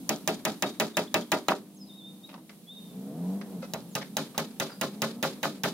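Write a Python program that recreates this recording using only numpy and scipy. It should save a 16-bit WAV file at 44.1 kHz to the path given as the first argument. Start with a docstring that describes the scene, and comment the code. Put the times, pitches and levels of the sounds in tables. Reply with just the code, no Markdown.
"""Distant motorbikes drone over road rumble and a thin hiss, and at once a mallet cracks in: it drives
a peg into a wooden hull, under a tarpaulin. Nine blows, the last a heavy thud; scuffs and light taps
as the next peg is set; then ten more at a second spot. Each blow cracks, spreads into the planking
and lands again as a duller rebound; the tighter the peg sits, the more the hull answers.
A bird whistles slurs and one warble from the trees."""
import sys
import numpy as np
from scipy import signal
from scipy.fft import rfft, irfft, next_fast_len
from scipy.io import wavfile
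from scipy.ndimage import uniform_filter1d

SR = 44100
rng = np.random.default_rng(int(sys.argv[2]) if len(sys.argv) > 2 else 0)


def persist_wave(psi):
    """Save psi, clipped to +-1, as 16-bit WAV."""
    counts = np.round(np.clip(psi, -1, 1) * 32767).astype(np.int16)
    wavfile.write(sys.argv[1], SR, np.atleast_2d(counts).T)


N = 252690
TIME = np.arange(N) / SR
RING = TIME[:16384]  # time axis of one hit and its tail
MIC_LAG_S = 2 / SR  # the peg stands a little to the left, so the right microphone hears it later


def amp(db):
    """Decibels to gain."""
    return 10 ** (np.asarray(db) / 20)


def unit(x):
    """Scale to rms 1."""
    return x / np.sqrt(np.mean(x ** 2))


def curves(table):
    """Breakpoints with time in the first column to one curve for each other column."""
    s, *columns = np.transpose(table)
    return [np.interp(TIME, s, c) for c in columns]


def at_hz(table, hz):
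    """Read a table with frequency in the first column, on a log-frequency axis."""
    freqs, *columns = np.transpose(table)
    return [np.interp(np.log(hz + 1), np.log(freqs), c) for c in columns]


def cut(x, hz, kind, order=2):
    """Low-pass or high-pass."""
    return signal.sosfilt(signal.butter(order, min(hz, SR / 2 - 1), kind, fs=SR, output="sos"), x)


def drift(rate_hz):
    """Smooth random modulation, rms 1."""
    hold = int(SR / rate_hz)
    steps = np.repeat(rng.standard_normal(N // hold + 1), hold)
    return unit(uniform_filter1d(uniform_filter1d(steps, hold), hold)[:N])


def add(out, start_s, x):
    """Mix x into out from start_s."""
    i = max(int(start_s * SR), 0)
    out[:, i:i + x.shape[1]] += x[:, :max(N - i, 0)]


def width(hz, full_width_hz=2800):
    """Side-to-mid ratio at two close microphones: long waves reach both alike."""
    return np.clip(hz / full_width_hz, .2, 1)


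def air_spectrum(size):
    """Frequencies and a random stereo spectrum of sound arriving from all around."""
    hz = np.fft.rfftfreq(size, 1 / SR)
    mid, side = rfft(rng.standard_normal((2, size)))
    return hz, mid + np.outer([1, -1], side * width(hz))


def noise(colour, size):
    """Stereo noise of a given colour, rms 1."""
    hz, bins = air_spectrum(2 * next_fast_len(size // 2 + 1))
    return unit(irfft(bins * amp(at_hz(colour, hz)[0]))[:, :size])


def decay(t60_s, rise_s):
    """Hit envelope: swell, then die away."""
    return (1 - np.exp(-(RING / rise_s) ** 2)) * np.exp(-np.log(1000) * RING / t60_s)


# the nearer bike idles, revs and changes gear; the farther is steadier: time_s, cycle_hz, level_db
NEAR_BIKE = [(0.0, 65, -54), (1.6, 50.5, -56), (2.3, 47.6, -53), (2.62, 29.5, -65), (2.8, 29.2, -56),
             (2.9, 28.6, -48.5), (3.0, 32, -43), (3.1, 34.7, -40.5), (3.2, 43, -38.5), (3.3, 46.6, -33.5),
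             (3.39, 50.3, -39), (3.47, 48.4, -41), (3.55, 46.4, -38), (3.65, 38.6, -48), (3.8, 43, -53),
             (4.55, 57, -50), (4.82, 47.6, -52), (5.02, 54, -40), (5.36, 64, -45.5), (5.48, 50.4, -50.5),
             (5.73, 44, -43)]
FAR_BIKE = [(0.0, 45.5, -48.5), (1.0, 52.7, -50.5), (1.7, 50, -51.5), (2.05, 53.6, -54), (2.45, 53, -54.5),
            (2.8, 50, -71), (3.7, 59, -64), (4.2, 60.6, -51), (5.73, 77, -54.5)]
# each silencer's resonances, and the colour of the mechanical whirr: freq_hz, gain_db
NEAR_SILENCER = [(60, -50), (110, -28), (150, -11), (175, 0), (210, 0), (250, -5), (300, -13), (345, -22),
                 (400, -16), (460, -13), (500, -19), (560, -28), (680, -24), (800, -30), (1200, -34)]
FAR_SILENCER = [(60, -42), (140, -22), (200, -17), (270, -1.5), (320, -6.5), (380, -18), (470, -34),
                (600, -42), (1200, -40)]
WHIRR_COLOUR = [(200, -16), (450, 2.5), (800, -4), (1100, -13), (1500, -19.5), (3000, -29)]


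def motorbike(revs, silencer, odd_db, whirr_db, harmonics, fade_db=.85):
    """A distant engine: harmonics of its cycle sweep through the silencer's resonances, odd ones weaker."""
    hz, db = curves(revs)
    phase = 2 * np.pi * np.cumsum(hz * (1 + .003 * drift(30))) / SR
    fades = [drift(18) for _ in range(5)]
    exhaust = 0
    for k in harmonics:
        # harmonics fade in and out on their way here, the high ones more
        path_db = fade_db * np.sqrt(k) * fades[k % len(fades)]
        harmonic_db = at_hz(silencer, k * hz)[0] + odd_db * (k % 2) + path_db
        exhaust = exhaust + amp(harmonic_db) * np.sin(k * phase + rng.uniform(0, 2 * np.pi))
    return amp(db) * (np.sqrt(2) * exhaust + amp(whirr_db) * noise(WHIRR_COLOUR, N))


# fader moves of the road and the hiss: time_s, relative_db
ROAD_LEVEL = [(0.0, -43), (1.5, -51), (2.68, -51), (3.22, -42), (3.8, -44.5), (4.74, -47), (4.98, -46.5),
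              (5.73, -46)]
HISS_LEVEL = [(0.0, -57.5), (0.44, -60), (1.91, -64), (3.22, -59.5), (5.73, -61)]
# their tone colours: freq_hz, gain_db
ROAD_COLOUR = [(25, -11), (70, -34), (105, -17.5), (150, -1.5), (200, 8.5), (280, -3.5), (360, -9.5),
               (480, -13.5), (650, -15), (1100, -23.5), (2000, -36), (4000, -59)]
HISS_COLOUR = [(500, -9), (1500, -8), (2500, -0.5), (3800, 3.5), (5000, -0.5), (7500, -0.5), (10000, 4),
               (11200, 4), (12200, 7), (13000, -1), (15500, 0)]


def outdoors(road_db=-1.5, hiss_db=5):
    """The bed: road rumble swelling with the traffic, under a thin hiss of insects and leaves."""
    road = noise(ROAD_COLOUR, N) * amp(curves(ROAD_LEVEL)[0] + road_db + 0.9 * drift(14))
    hiss = noise(HISS_COLOUR, N) * amp(curves(HISS_LEVEL)[0] + hiss_db + drift(13))
    return road + hiss


def ring(modes, spot, rise_s, diffuse=1):
    """One stereo ring a mode; bending waves are slower in the bass, so low modes bloom later."""
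    out = []
    for (hz, t60_s, *spot_db), (phase, lag) in zip(modes, rng.uniform(-np.pi, np.pi, (len(modes), 2))):
        # a wide source comes from all sides, a small one reaches the left microphone first
        lead = diffuse * lag * width(hz) + (1 - diffuse) * 2 * np.pi * hz * MIC_LAG_S
        mic_phases = phase + np.array([[1], [-1]]) * lead / 2
        envelope = decay(t60_s, rise_s * np.sqrt(1000 / hz))
        out.append(amp(spot_db[spot]) * np.sin(2 * np.pi * hz * RING + mic_phases) * envelope)
    return np.array(out)


def struck(modes, scatter_db=2.5):
    """The modes sounding together, in a new balance for every blow."""
    shares = unit(amp(scatter_db * rng.standard_normal(len(modes))))
    return np.tensordot(shares, modes, axes=1)


def detuned(x, scatter=0.004):
    """The same ring, a little higher or lower from blow to blow."""
    stretch = 1 + scatter * rng.standard_normal()
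    return np.array([np.interp(RING * stretch, RING, channel) for channel in x])


def wash(bands):
    """Countless overlapping modes: half-octave noise bands, each with its own swell and decay."""
    hz, spectrum = air_spectrum(len(RING))
    out = 0
    for centre_hz in 62.5 * 2 ** (np.arange(17) / 2):
        db, t60_s, rise_s = at_hz(bands, centre_hz)
        octaves_outside = max(np.log2(bands[0][0] / centre_hz), np.log2(centre_hz / bands[-1][0]), 0)
        window = np.cos(np.pi / 2 * np.clip(2 * np.log2((hz + 1) / centre_hz), -1, 1))
        band = unit(irfft(spectrum * window)) / np.sqrt(2)
        out = out + band * amp(db - 20 * octaves_outside) * decay(t60_s, rise_s)
    return out


def variants(bands, fresh):
    """No blow lands quite like the last: one wash a blow, with a share `fresh` of its power varying."""
    steady, wash_a, wash_b = [wash(bands) for _ in range(3)]
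    while True:
        turn = rng.uniform(0, 2 * np.pi)
        varying = np.cos(turn) * wash_a + np.sin(turn) * wash_b
        yield np.sqrt(1 - fresh) * steady + np.sqrt(fresh) * varying


def snap(crack, boost=1.15, attack_s=.0005, direct_s=.0018):
    """The crack's direct sound stands out above the first reflections and arrives later on the right."""
    left, right = crack
    direct = np.exp(-RING / direct_s)
    delayed_left = np.interp(RING - MIC_LAG_S, RING, left)
    right = np.sqrt(direct) * delayed_left + np.sqrt(1 - direct) * right
    return np.array([left, right]) * (0.74 + boost * np.exp(-RING / attack_s))


def reflections(rate_hz=110, depth_db=2.2):
    """Posts, planks and the tarpaulin return the sound in uneven clumps."""
    return unit(amp(depth_db * drift(rate_hz)[:len(RING)]))


def thump(hz):
    """The single pressure swing a plank sends out under the mallet, peaking 1 / hz seconds in."""
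    u = np.pi * hz * (RING - 1 / hz)
    return (1 - 2 * u ** 2) * np.exp(-u ** 2)


def wall_echo(contact, front_s=.0014):
    """The far wall returns only the sharp front of the crack."""
    return cut(cut(contact, 3300, "high"), 2500, "low", order=1) * np.exp(-RING / front_s)


# mallet blows: start_s, strength_db, brightness_db, rebound_delay_s, rebound_relative_db
BLOWS = [(0.092, -33, 1, 0.015, 2), (0.2756, -32.5, 0, 0.015, 0), (0.451, -32.5, -2.5, .02, 0.5),
         (0.6232, -32.5, -2, 0.016, 1), (0.799, -32, -4, 0.02, -6), (0.969, -32.5, -2, 0.018, -6.5),
         (1.1421, -33, -1.5, 0.018, 0), (1.3181, -33, -2.5, 0.021, 0), (1.4835, -34, -6.5, 0.034, -4),
         (3.7358, -43.5, -1.5, 0.012, 5), (3.952, -38.5, -1.5, 0.019, -18), (4.168, -37.5, 0, 0.018, -16),
         (4.3787, -37, -2, 0.014, -2), (4.599, -37, -2, 0.027, -7.5), (4.812, -36.5, -4.5, 0.029, -3.5),
         (5.019, -36.5, -3.5, 0.028, -2.5), (5.2271, -35.5, -8, 0.025, 1), (5.43, -36, -8.5, 0.026, 0),
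         (5.635, -35.5, -6.5, 0.0255, -3.5)]
# modes of the hull, and of the peg in its plank: pitch_hz, t60_s, first_spot_db, second_spot_db
HULL_MODES = [(148.6, 0.18, -7.5, 5.5), (213.8, 0.15, 6.5, 4.5), (280, 0.23, -3, 4),
              (336.6, 0.18, -8.5, 2.0), (387.6, 0.25, -3.5, 2.0), (419, 0.22, -1, -1),
              (451.4, 0.18, -7.5, -36), (511.3, 0.16, -2.5, 3), (541.6, 0.16, -4, 9.5),
              (599, 0.16, 3.5, 7.0), (642.6, 0.13, 7.5, 5.5), (671, 0.15, -5, 6.5), (735, 0.2, -6, -9),
              (780.7, 0.13, 2, 3), (860, 0.14, -3.5, 3.5), (934, 0.14, -0.5, -8.0), (979, 0.15, -2, -5.5),
              (1037, 0.095, -25, 3), (1074, 0.14, -33, 2), (1154, 0.12, -19, 1), (1199, 0.15, -5, -10),
              (1231.5, 0.14, -5.5, 2.5), (1270, 0.14, -6, -1), (1321, 0.18, -9, -9),
              (1398, 0.13, -5.5, 2.5), (1465, 0.13, -3.5, 0.5), (1563, 0.08, -8.5, 5),
              (1615, 0.079, -3, -12), (1738, 0.095, -14, 3), (1785, 0.068, -14, 0), (1840, 0.033, -21, -9),
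              (2002, 0.1, -3, 3.5), (2210, 0.13, -11.5, -6), (2360, 0.053, -1, -30), (2620, 0.1, 4, -25),
              (2636, 0.073, -2.5, -15)]
PEG_MODES = [(620, 0.055, 3.5, 7), (800, 0.05, 2, 7), (1254, 0.037, -4, -14), (1770, 0.062, -4, -1),
             (2790, 0.025, -8, 4), (3830, 0.018, 3, 10), (6380, 0.022, -0.5, -8), (13700, 0.018, -25, -6)]
# something light and metallic in the shelter sings along: pitch_hz, t60_s, relative_db
METAL_MODES = [(2390, 0.15, -10), (3676, 0.28, 0), (3896, 0.24, -2), (4016, .24, -1.5), (4360, 0.18, -4)]
# noise layers of a blow (attack, wooden body, room tail): band_hz, relative_db, t60_s, rise_s
CRACK_BANDS = [(300, -17, 0.0094, 0.0036), (802, 9.5, 0.01, 0.00011), (1800, -29, 0.017, 0.00011),
               (4140, 10.5, 0.0036, 0.00018), (6800, 11.5, 0.052, 0.000097), (8750, 8.5, 0.012, 0.0001),
               (11500, 4.5, 0.028, 0.00012), (14700, 17.5, 0.022, 0.000087)]
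PLANKING_BANDS = [(62, -68, 0.14, 0.016), (100.7, -41, 0.27, 0.019), (142.7, 2, 0.19, 0.008),
                  (275, -2, 0.28, 0.0086), (457, -6.5, 0.28, 0.013), (700, 4, 0.13, 0.019),
                  (1010, -10.5, 0.28, 0.0029), (1880, -1.5, 0.11, 0.0032), (3260, 7.5, 0.051, 0.0029),
                  (5170, -12, 0.064, 0.0029)]
SHELTER_BANDS = [(101, -62, 0.63, 0.025), (244, -7.5, 0.48, 0.0027), (690, -18, 0.38, 0.0025),
                 (2040, -16, 0.44, 0.0091), (2930, -6.5, 0.26, 0.0029), (4000, -3, 0.3, 0.017),
                 (5800, -4, 0.25, 0.015), (8640, -16, 0.39, 0.0012), (13400, -4.5, 0.21, 0.0004)]


def hammering(spot, blows, hull_db, planking_db, peg_db, snap_db, thump_db, rebound_db, bass_db,
              shelter_db, seat_db_per_blow, peg_db_per_blow):
    """Crack, hull ring, room tail, rebound and echo; each blow seats the peg, so the hull rings louder."""
    sizzle_hz, sizzle_db_per_blow = 9200, 0.26  # the crack gains top as the peg seats
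    rebound_hz, usual_bounce_s, hardening = 727, 0.016, 0.66  # a longer bounce lands harder and higher
    rattle_db_per_db = 0.77  # loose boards rattle in the shelter under a firm blow
    metal_db, echo_s, echo_db = -8, .069, -6.5
    out = np.zeros((2, N))
    hull = amp(hull_db) * ring(HULL_MODES, spot, rise_s=0.011)
    peg = amp(peg_db) * ring(PEG_MODES, spot, rise_s=0.00062, diffuse=0.19)
    metal = amp(metal_db) * ring(METAL_MODES, 0, rise_s=0.023)
    usual_db = np.median([db for _, db, *_ in blows])
    washes = zip(variants(CRACK_BANDS, fresh=0.72), variants(PLANKING_BANDS, fresh=0.3),
                 variants(SHELTER_BANDS, fresh=0.72))
    for k, (start_s, db, bright_db, bounce_s, bounce_db) in enumerate(blows):
        crack, planking, shelter = next(washes)
        crack = crack + (amp(k * sizzle_db_per_blow) - 1) * cut(crack, sizzle_hz, "high", order=1)
        knock = amp(k * peg_db_per_blow) * detuned(struck(peg), scatter=.025)
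        contact = knock + amp(snap_db + bright_db) * snap(crack)
        seat_db = k * seat_db_per_blow
        body = amp(seat_db) * (detuned(struck(hull)) + amp(planking_db) * planking)
        body = body + (amp(bass_db - seat_db) - 1) * cut(body, 270, "low", order=1)  # holds the bass level
        room_db = shelter_db + rattle_db_per_db * (db - usual_db)
        room = amp(room_db) * (shelter * reflections() + struck(metal))
        # the second landing is a long soft push, so it stirs only the low modes
        thump_hz = rebound_hz * (bounce_s / usual_bounce_s) ** hardening
        dull_hit = amp(rebound_db) * cut(contact + body, 2.4 * thump_hz, "low")
        rebound = dull_hit + amp(thump_db + seat_db) * thump(thump_hz)
        add(out, start_s, amp(db) * (contact + body + room))
        add(out, start_s + bounce_s - 1 / thump_hz, amp(db + bounce_db) * rebound)
        add(out, start_s + echo_s, amp(db + echo_db) * wall_echo(contact))
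    return out


def whistle(hz, gain, flutter_db=2.3):
    """A near-sine that flutters in pitch and level."""
    phase = 2 * np.pi * np.cumsum(hz * (1 + .007 * drift(160))) / SR
    return np.sqrt(2) * gain * amp(flutter_db * drift(90)) * np.sin(phase)


# short slurred notes: start_s, length_s, start_pitch_hz, end_pitch_hz, level_db
SLURS = [(0.659, 0.022, 3560, 3900, -43.5), (0.942, 0.019, 3330, 3960, -47.5),
         (1.073, 0.016, 3270, 3630, -50), (1.218, 0.018, 3000, 3560, -45.5),
         (1.742, 0.014, 11000, 9830, -59), (1.751, 0.018, 7900, 7300, -64),
         (1.763, 0.029, 6640, 6050, -63.5), (1.782, 0.081, 5400, 4750, -57),
         (2.229, 0.038, 3590, 3970, -49.5), (2.664, 0.093, 3304, 3860, -47.5),
         (2.758, 0.046, 3740, 3676, -51), (2.8, 0.15, 3760, 3540, -62), (3.887, 0.018, 11110, 9600, -55),
         (3.898, 0.068, 8000, 5400, -58), (4.71, 0.033, 5020, 4570, -51)]
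# one long warble: time_s, pitch_hz, level_db
WARBLE = [(1.87, 4180, -68), (1.9, 3680, -56), (1.925, 3590, -55), (1.941, 3850, -54.5), (1.949, 3620, -57),
          (1.985, 3800, -50.5), (2.018, 3440, -54), (2.04, 3540, -53.5), (2.06, 3620, -52),
          (2.085, 3680, -49), (2.105, 3670, -59), (2.12, 3634, -70)]


def bird(trees_db=-6.5, trees_t60_s=0.43):
    """Slurs that swell and fade along a straight glide, and one warble, scattered by the trees."""
    hz, db = curves(WARBLE)
    warbling = (TIME > WARBLE[0][0]) & (TIME < WARBLE[-1][0])
    gain = uniform_filter1d(1. * warbling, size=200) * amp(db)
    for start_s, length_s, start_hz, end_hz, level_db in SLURS:
        on = (TIME > start_s) & (TIME < start_s + length_s)
        progress = (TIME[on] - start_s) / length_s
        hz[on] = start_hz + (end_hz - start_hz) * progress
        gain[on] = amp(level_db) * np.sin(np.pi * progress)
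    song = whistle(hz, gain)
    trees = unit(rng.standard_normal((2, len(RING))) * decay(trees_t60_s, 0.012)) / np.sqrt(len(RING))
    return song + amp(trees_db) * signal.fftconvolve(song[None], trees)[:, :N]


# the ninth blow and its bounce: peak_s, level_db, pitch_hz
THUDS = [(1.4859, -11.5, 700), (1.5202, -11.5, 950)]
# the plank clatters under that bounce: start_s, level_db, t60_s
CLATTER = (1.5195, -23, 0.055)
# the clatter's woody colour: freq_hz, gain_db
CLATTER_COLOUR = [(300, -25), (600, -1), (900, 9), (1700, -10), (2300, -16), (5000, -37)]


def driven_home():
    """The peg can go no deeper: the plank takes the blow as one thud, the thrown-back mallet adds another."""
    out = np.zeros((2, N))
    for peak_s, db, hz in THUDS:
        add(out, peak_s - 1 / hz, amp(db) * thump(hz)[None])
    start_s, db, t60_s = CLATTER
    add(out, start_s, amp(db) * noise(CLATTER_COLOUR, len(RING)) * decay(t60_s, 0.00025))
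    return out


# the peg scuffs against the wood: start_s, level_db, length_s, rasp_hz, lowpass_hz
SCUFFS = [(2.284, -47, .034, 2600, 3500), (2.329, -43.5, .005, 1100, 2600), (2.34, -38.5, .006, 1000, 3000),
          (2.36, -45, .004, 1300, 3200), (2.376, -46.5, .011, 1000, 2600),
          (2.4932, -37.5, .006, 2150, 4400), (3.412, -35, .006, 1790, 4000),
          (3.618, -41.5, .03, 1350, 6000), (4.01, -35.5, .022, 1990, 4000),
          (4.342, -41.5, .026, 1200, 3200), (4.686, -42.5, .04, 1450, 4000)]
# colour of the rub: freq_hz, gain_db
SCUFF_COLOUR = [(200, -22), (520, 7), (950, 3.5), (1400, -0.5), (2500, -6), (5500, -0.5), (9000, -12),
                (15000, -23)]


def scuffs(rasp_db=6, rasp_q=5, tail_db=-19, tail_t60_s=.3):
    """Soft rubs as the peg is set into the hull: each rasps at its own pitch and dies in the shelter."""
    out = np.zeros((2, N))
    for start_s, db, length_s, rasp_hz, lowpass_hz in SCUFFS:
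        grit = amp(2 * drift(300)[:len(RING)])
        rub = cut(noise(SCUFF_COLOUR, len(RING)) * grit, lowpass_hz, "low")
        rasp = signal.lfilter(*signal.iirpeak(rasp_hz, rasp_q, fs=SR), rub)
        envelope = decay(6 * length_s, length_s / 5) + amp(tail_db) * decay(tail_t60_s, length_s)
        add(out, start_s, amp(db) * unit(rub + amp(rasp_db) * rasp) * envelope)
    return out


# the mallet touches the peg before the second run: start_s, level_db
TAPS = [(3.627, -45.5), (3.645, -50)]
# modes of that light touch: pitch_hz, t60_s, relative_db
TAP_MODES = [(526, 0.14, 11.5), (980, .1, -1), (1340, 0.067, 7), (2070, .1, -5), (2573, .1, -2)]


def taps():
    """Light wooden touches of the mallet on the peg."""
    out = np.zeros((2, N))
    modes = ring(TAP_MODES, 0, rise_s=0.0016)
    for start_s, db in TAPS:
        add(out, start_s, amp(db) * struck(modes))
    return out


def scene():
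    """Two runs of blows up front, with the yard around them."""
    move_s = 2.5  # blows after this land at the second spot
    first_run = hammering(0, [b for b in BLOWS if b[0] < move_s], hull_db=0.5, planking_db=-0.5,
                          peg_db=2.0, snap_db=1.0, thump_db=9.5, rebound_db=-8.0, bass_db=3,
                          shelter_db=0.3, seat_db_per_blow=0.9542, peg_db_per_blow=1.3)
    second_run = hammering(1, [b for b in BLOWS if b[0] > move_s], hull_db=-0.5, planking_db=1.0,
                           peg_db=3.5, snap_db=4.5, thump_db=17.0, rebound_db=-14.0, bass_db=5.0,
                           shelter_db=5.5, seat_db_per_blow=0.5, peg_db_per_blow=-0.68)
    near_bike = motorbike(NEAR_BIKE, NEAR_SILENCER, odd_db=-12.5, whirr_db=-15.5, harmonics=range(2, 24))
    far_bike = motorbike(FAR_BIKE, FAR_SILENCER, odd_db=-7.5, whirr_db=-26, harmonics=range(2, 12))
    mallet_work = first_run + driven_home() + scuffs() + taps() + second_run
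    return mallet_work + bird() + near_bike + far_bike + outdoors()


def record(dry):
    """The microphones shed the deep bass, the left is slightly duller, and the top is cut off steeply."""
    left, right = cut(dry, 41, "high")
    left = left - 0.51 * cut(left, 11700, "high", order=1)
    steep_lowpass = signal.ellip(8, .2, 70, 15700, fs=SR, output="sos")
    return signal.sosfilt(steep_lowpass, [left, right])


dry = scene()
out = record(dry)
persist_wave(out)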